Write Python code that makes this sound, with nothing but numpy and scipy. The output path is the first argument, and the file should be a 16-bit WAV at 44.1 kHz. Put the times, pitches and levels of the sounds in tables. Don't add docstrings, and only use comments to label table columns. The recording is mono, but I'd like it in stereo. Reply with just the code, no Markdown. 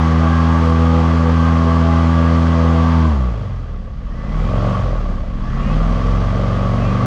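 import sys
import numpy as np
from scipy import signal
from scipy.fft import rfft, irfft, next_fast_len
from scipy.io import wavfile
from scipy.ndimage import uniform_filter1d

SR = 44100
rng = np.random.default_rng(int(sys.argv[2]) if len(sys.argv) > 2 else 0)


def inscribe(sig):
    pcm = np.round(np.clip(np.atleast_2d(sig).T, -1, 1) * 32767)
    wavfile.write(sys.argv[1], SR, pcm.astype(np.int16))


N = 311327
LONG = next_fast_len(N + SR // 4)
STEP = 8
CRUISE_HZ = 41.2


def amp(db):
    return 10 ** (np.asarray(db) / 20)


def in_time(rows):
    start_s, *columns = np.transpose(rows)
    return [np.interp(np.arange(N) / SR, start_s, column) for column in columns]


def at_hz(points, hz):
    points = np.array(points, float)
    return np.interp(np.log(hz + 1), np.log(points[:, 0] + 1), points[:, 1])


def drift(rate_hz, count=N):
    pole = np.exp(-2 * np.pi * rate_hz * 64 / SR)
    noise = rng.standard_normal(N // 64 + 1500)
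    slow = signal.lfilter([1], [1, -2 * pole, pole ** 2], noise)[1500:]
    places = np.linspace(0, len(slow) - 1, count)
    return np.interp(places, np.arange(len(slow)), slow / slow.std())


def tone(level_db, turn, order, flutter_db, wander_rad, rate_hz, lag=0):
    count = len(turn)
    gain = np.sqrt(2) * amp(level_db + flutter_db * drift(rate_hz, count))
    return -gain * np.sin(order * turn - lag + wander_rad * drift(rate_hz, count))


# start_s, blade_hz (passes per second)
BLADE_SPEED = [(0, 80.6), (.2, 81.4), (.44, 81.9), (1.2, 82.35), (2.3, 82.65), (2.95, 82.0), (3.08, 79),
               (3.19, 65.8), (3.31, 57.4), (3.52, 45.17), (3.84, 33.7), (4.09, 28), (4.3, 37.4),
               (4.5, 43.9), (4.73, 47.8), (4.79, 47.4), (5.02, 37.3), (5.33, 28.45), (5.42, 29.4),
               (5.78, 40.4), (6.03, 44.4), (6.42, 46.4), (6.88, 47.1), (7.06, 50)]
# start_s, effort_db (against full effort)
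ENGINE_EFFORT = [(0, 2.5), (1.0, 2), (2.85, 1.5), (3.08, -1), (3.18, -7), (3.3, -10), (3.5, -15.5),
                 (3.92, -22.5), (4.15, -17), (4.4, -7), (4.72, -2), (5.0, -9), (5.33, -15.5), (5.45, -11),
                 (5.6, -6), (5.75, -3.5), (6.0, -3), (6.3, -3.5), (6.9, -1.5), (7.06, -1)]
# blade_hz, then level_db at full effort, before unsteadiness,
# of blade tones 1, 2, 3 and of exhaust orders 3, 5, 8, 10, 11
OPEN_THROTTLE = [(28.6, -9, -32, -25, -15, -29, -23, -26, -31.5),
                 (32, -14, -22, -37, -29, -38.0, -19.5, -25.5, -41),
                 (37, -15, -33, -26, -16.5, -39, -22, -29, -14),
                 (39.5, -10.5, -32.5, -23.5, -35, -25, -17.5, -29, -32.5),
                 (42.3, -11.5, -24, -35, -36, -24.0, -21, -25, -24.5),
                 (44.2, -18, -23, -33, -37, -22, -26, -41, -24.5),
                 (44.6, -12, -22, -33, -38, -21.5, -22, -40, -25.5),
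                 (47.1, -20, -21.5, -28, -45, -20, -23.5, -26, -38),
                 (47, -19, -24, -23, -47, -21.5, -19.5, -31.5, -42),
                 (51, -30, -19.5, -40, -40.5, -18, -23.5, -21, -30.5),
                 (82.4, -14.0, -18.5, -20.0, -38.0, -36.5, -32.5, -38, -58.5)]
SHUT_THROTTLE = [(28.7, -15, -24, -23.5, -17, -28, -28, -31, -40),
                 (32, -11.5, -24, -24, -20.5, -34, -32, -36, -23),
                 (35, -7, -24, -27, -37, -42, -46, -21.5, -22),
                 (39.7, -11.0, -29.0, -24, -24, -30, -30.5, -27, -52),
                 (46.4, -13.0, -20, -22, -41, -22.5, -30, -33, -35),
                 (45.8, -24, -20, -35, -29.0, -19.5, -27.5, -36, -36.5),
                 (51, -15.5, -18, -46, -32, -22, -26, -33, -35),
                 (58.8, -8, -27, -17.5, -39.5, -45, -29, -39.5, -39),
                 (65.7, -10, -20, -24.5, -34, -40, -28, -30.5, -49),
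                 (72.4, -11, -44, -20, -36, -50.5, -34, -31.5, -64),
                 (79.7, -13, -18.5, -20, -39.0, -32, -30.5, -44, -56.0)]
TONE_FOLLOWS_EFFORT = [0.78, 0.29, .6, 0.57, 0.57, 0.82, 0.88, 1]


def controls():
    (blade_hz,), (effort_db,) = in_time(BLADE_SPEED), in_time(ENGINE_EFFORT)
    slack_db = np.minimum(effort_db, 0)
    fall_hz_per_s = -np.gradient(blade_hz) * SR
    shut = uniform_filter1d(np.clip(fall_hz_per_s / 16, 0, 1), size=2000)
    cruising = np.clip((blade_hz / 2 / CRUISE_HZ - .9) / 0.028, 0, 1)
    open_hz, *open_levels = np.transpose(OPEN_THROTTLE)
    shut_hz, *shut_levels = np.transpose(SHUT_THROTTLE)
    tone_db = []
    for open_db, shut_db, share in zip(open_levels, shut_levels, TONE_FOLLOWS_EFFORT):
        pull_db = (1 - shut) * np.interp(blade_hz, open_hz, open_db)
        coast_db = shut * np.interp(blade_hz, shut_hz, shut_db)
        tone_db.append(pull_db + coast_db + slack_db * (share + 0.07 * drift(8.4)))
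    upper_db = -39.5 + 0.8 * effort_db - 3 * cruising - 1.5 * shut
    rumble_db = -31 + 0.096 * effort_db - 27 * cruising
    growl_db = -28.5 + 0.79 * effort_db - 5 * cruising
    roar_db = -27 + 0.93 * effort_db - 3.5 * cruising
    hiss_db = -34.5 + 0.79 * effort_db
    return blade_hz / 2, tone_db, upper_db, (rumble_db, growl_db, roar_db, hiss_db)


# order (waves per shaft turn), level_db (before speed, swell and flutter)
BLADE_BUZZ = [(9, -30.5), (10, -21.5), (11, -41.5), (12, -14), (13, -36.5), (14, -18.5), (15, -38.5),
              (16, -16), (17, -43.5), (18, -25.5), (19, -25), (20, -19.5), (21, -36.5), (22, -20.5),
              (23, -34), (24, -26.5), (25, -24), (26, -19.5), (27, -24.5), (28, -16), (29, -30.5),
              (30, -21), (32, -33), (34, -29), (36, -35.5), (38, -26), (40, -27.5), (48, -34.5)]
# start_s, low_part_db, high_part_db
BUZZ_SWELLS = [(0, -1, 4), (.55, -13.5, 5), (.68, 5, 3.5), (.95, 3, -3), (1.07, -8, 1), (1.25, 2.5, -1.5),
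               (1.5, -4, 2), (1.65, 3, -0.5), (1.9, -9, 2), (2.12, 0.5, 0), (2.25, 4.5, 0),
               (2.45, -20, -0.5), (2.65, 6.5, 0.5), (2.85, 3.5, -1), (3.0, -1, 3)]


def propeller(turn, shaft_hz, low_db):
    first_lag = np.arctan((2 * shaft_hz - 47.5) / 2.0) - np.pi / 2
    out = 0
    for order, level_db, lag in zip((2, 4, 6), low_db, (first_lag, 0, 0)):
        out += tone(level_db, turn, order, flutter_db=.5, wander_rad=.04, rate_hz=9.5, lag=lag)
    tip_db = -19 + 170 * np.log10(shaft_hz / CRUISE_HZ)
    low_part_db, high_part_db = [column[::STEP] for column in in_time(BUZZ_SWELLS)]
    for order, db in BLADE_BUZZ:
        cruise_pitch_hz = order * CRUISE_HZ
        level_db = tip_db + db
        if cruise_pitch_hz > 1000:
            level_db = level_db + high_part_db
        if cruise_pitch_hz < 550:
            level_db = level_db + low_part_db
        lag = rng.uniform(0, 2 * np.pi)
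        out += tone(level_db, turn, order, flutter_db=4.2, wander_rad=.55, rate_hz=4.0, lag=lag)
    return out


# pitch_hz, level_db (relative)
EXHAUST_COLOUR = [(15, -4.5), (25, -7), (40, 1), (130, 5), (195, 10.5), (232, 9.5), (258, 5.5), (290, -1.5),
                  (400, -6), (600, -11.5)]
# order (waves per shaft turn), level_db (relative)
WEAKER_EXHAUST = [(1, -5), (7, -8.5), (9, -21.5), (12, -20.5), (13, 3.5), (14, -19), (15, -8.5), (16, 2.5),
                  (17, -7.5), (18, -10.5), (19, 0.5), (20, -14), (21, 3.5)]


def exhaust(turn, shaft_hz, low_db, upper_db):
    near_bank = np.array([1, 0, 0, 1, 0, 1, 1, 0])
    far_share = .2
    lags = np.angle(np.fft.fft(near_bank + far_share * (1 - near_bank)))
    late = turn - 1.42
    out = 0
    for order, level_db in zip((3, 5, 8, 10, 11), low_db):
        out += tone(level_db, late, order, flutter_db=1.5, wander_rad=0.078, rate_hz=5.5, lag=lags[order % 8])
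    for order, db in WEAKER_EXHAUST:
        level_db = upper_db + db + at_hz(EXHAUST_COLOUR, order * shaft_hz)
        if order in (12, 14):
            level_db = level_db + 13 * np.clip(2 - 2 * shaft_hz / CRUISE_HZ, 0, 1)
        out += tone(level_db, late, order, flutter_db=2.5, wander_rad=0.25, rate_hz=4.0, lag=lags[order % 8])
    return out


# (per Hz, relative within each range)
AIR_COLOUR = [(15, -8.5), (40, 3.5), (120, 3.5), (250, -4.5), (330, -11), (500, -3.5), (900, -11),
              (1000, -18), (1300, -12.5), (1700, -15.5), (3500, -25), (6500, -32), (8000, -41),
              (11000, -56), (16000, -72)]
# pitch_hz, width_hz, boost_db
HOUSING_RINGS = [(647, 130, -1), (1131.5, 217, 16.5), (2000, 91, 6), (3240, 280, 3.5), (4630, 160, 3)]
# pitch_hz, share (0 to 1)
SHARED_NOISE = [(50, 1), (300, 0.94), (600, 0.89), (1200, 0.87), (2000, 0.58), (4000, 0.55), (8000, 0.098),
                (12000, 0.76)]
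# pitch_hz, once_per_pass_db, twice_per_pass_db (before patchiness scaling)
BLADE_THROB = [(100, .6, 0), (600, 2.2, .6), (1150, 1.4, 2.2), (1800, 1.1, 1.2), (3000, .5, .5),
               (5000, .2, .2)]


def wash(turn, rumble_db, growl_db, roar_db, hiss_db):
    hz = np.fft.rfftfreq(LONG, 1 / SR)
    colour_db = at_hz(AIR_COLOUR, hz)
    for ring_hz, width_hz, boost_db in HOUSING_RINGS:
        colour_db = colour_db + boost_db / (1 + (2 * (hz - ring_hz) / width_hz) ** 2)
    shared = np.clip(at_hz(SHARED_NOISE, hz), 0, 1)
    common, left, right = rfft(rng.standard_normal((3, LONG)))
    separate = np.array([left, right])
    noise = amp(colour_db) * (np.sqrt(shared) * common + np.sqrt(1 - shared) * separate)
    gust = drift(5.7)
    once, twice = np.cos(2 * turn - 0.8), np.cos(4 * turn + 1.3)
    throb_hz, once_db, twice_db = np.transpose(BLADE_THROB)
    # low_hz, high_hz, number of bands, level_db, patchy_db
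    ranges = [(15, 230, 3, rumble_db, 1.3), (230, 720, 4, growl_db, 1.9),
              (720, 1500, 3, roar_db, 0.8), (1500, 17000, 5, hiss_db, 0.48)]
    out = 0
    for low_hz, high_hz, count, level_db, patchy_db in ranges:
        edges = np.geomspace(low_hz, high_hz, count + 1)
        bands = 0
        for bottom, top in zip(edges, edges[1:]):
            patches_db = patchy_db * (0.073 * gust + drift(9.7))
            throb_db = np.interp(bottom, throb_hz, once_db) * once + np.interp(bottom, throb_hz, twice_db) * twice
            band = irfft(noise * ((hz >= bottom) & (hz < top)), LONG)[:, :N]
            bands = bands + amp(patches_db + throb_db) * band
        out = out + amp(level_db) * bands / bands.std()
    return out


# (a tone at the resonance sits 11 dB lower, before flutter)
HULL_THUMP = [(3.0, -64), (3.15, -28), (3.42, -34), (3.6, -48), (4.1, -53), (4.36, -37), (4.47, -31),
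              (4.52, -22), (4.7, -21.5), (4.75, -33), (4.84, -26), (4.97, -28), (5.03, -40), (5.4, -45),
              (5.8, -33), (6.27, -32), (6.34, -24), (6.8, -24.5), (6.9, -28), (7.0, -25)]


def thump(turn, shaft_hz):
    panel_hz, panel_width_hz = 585, 210
    level_db = in_time(HULL_THUMP)[0][::STEP]
    shaken = turn + 0.0045 * drift(2.5, len(turn))
    out = 0
    for order in range(10, 46, 2):
        detune = 2 * (order * shaft_hz - panel_hz) / panel_width_hz
        ring_db = level_db - 11.0 - 20 * np.log10(1 + detune ** 2)
        lag = 2 * np.arctan(detune)
        out += tone(ring_db, shaken, order, flutter_db=1.2, wander_rad=.13, rate_hz=8.0, lag=lag)
    return out


# start_s, end_s, start_pitch_hz, end_pitch_hz, level_db
RISING_WHISTLES = [(4.1, 4.16, 1830, 1880, -51), (4.12, 4.45, 1950, 2050, -49),
                   (4.13, 4.3, 1660, 1830, -49), (4.3, 4.6, 2120, 2520, -49), (5.38, 5.63, 1600, 1810, -47),
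                   (5.45, 5.73, 1780, 2110, -46), (5.49, 5.66, 1960, 2050, -47),
                   (5.57, 5.78, 2780, 2900, -49), (5.59, 5.77, 2270, 2630, -45),
                   (5.59, 5.67, 2530, 2760, -49), (5.64, 5.74, 2180, 2300, -47),
                   (6.77, 6.86, 2740, 2830, -51), (6.78, 6.92, 2480, 2770, -45),
                   (6.82, 6.97, 2320, 2530, -44), (5.6, 5.8, 1750, 1950, -47),
                   (6.95, 7.05, 2650, 2800, -53)]


def whistles():
    out = np.zeros(N)
    for start_s, end_s, start_hz, end_hz, level_db in RISING_WHISTLES:
        span = slice(round(start_s * SR), round(end_s * SR))
        way = np.linspace(0, 1, span.stop - span.start)
        climb = 1 - (1 - way) ** 1.4
        hz = start_hz + (end_hz - start_hz) * climb + 14 * drift(35.0)[span]
        gain = np.sqrt(2) * amp(level_db + 2 * drift(35.0)[span])
        swell = np.sin(np.pi * way) ** .5
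        out[span] += gain * swell * np.sin(2 * np.pi * np.cumsum(hz) / SR)
    return out


def engine(turn, shaft_hz, tone_db, upper_db):
    turn, shaft_hz, upper_db = turn[::STEP], shaft_hz[::STEP], upper_db[::STEP]
    tone_db = [level[::STEP] for level in tone_db]
    tones = propeller(turn, shaft_hz, tone_db[:3])
    tones = tones + exhaust(turn, shaft_hz, tone_db[3:], upper_db)
    tones = tones + thump(turn, shaft_hz)
    return signal.resample_poly(tones, STEP, 1, window=("kaiser", 12))[:N]


# start_s, left_minus_right_db
BASS_LEAN = [(3.0, -1.0), (3.3, 1.5)]
# pitch_hz, left_minus_right_db
PORT_BALANCE = [(300, -3.5), (530, 2), (810, 5), (1250, 6.5), (1940, 2), (2990, 9), (4620, 0), (7130, -3),
                (9000, 4), (12000, -4)]
# pitch_hz, lead_rad (first row is not used)
PORT_LEAD = [(0, 0), (860, 0.3), (1380, -0.2), (1890, -1.6), (2670, -1.4), (3360, -0.6), (3620, -1.7),
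             (4650, 0.4), (5000, -0.1), (5250, 0.2), (5860, -1.1), (6290, 1.9), (6720, 2.0), (7320, 3.4)]


def two_ports(air):
    hz = np.fft.rfftfreq(LONG, 1 / SR)
    side = np.array([[.5], [-.5]])
    bass = 1 / (1 + (hz / 450) ** 2)
    lead_rad = at_hz(PORT_LEAD[1:], hz) * (1 - bass) / (1 + (hz / 9000) ** 8)
    ports = rfft(air, LONG) * np.exp(1j * side * lead_rad)
    low = irfft(ports * bass, LONG)[:, :N]
    treble = irfft(ports * (1 - bass) * amp(side * at_hz(PORT_BALANCE, hz)), LONG)[:, :N]
    bass_lean_db, = in_time(BASS_LEAN)
    return amp(side * bass_lean_db) * low + treble


def scene():
    shaft_hz, tone_db, upper_db, wash_db = controls()
    turn = 2 * np.pi * np.cumsum(shaft_hz) / SR
    air = engine(turn, shaft_hz, tone_db, upper_db) + wash(turn, *wash_db) + whistles()
    return two_ports(air)


def record(dry):
    dry = signal.lfilter(*signal.butter(1, 20, "high", fs=SR), dry)
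    return signal.sosfilt(signal.cheby2(12, 70, 15700, fs=SR, output="sos"), dry)


dry = scene()
out = record(dry)
inscribe(out)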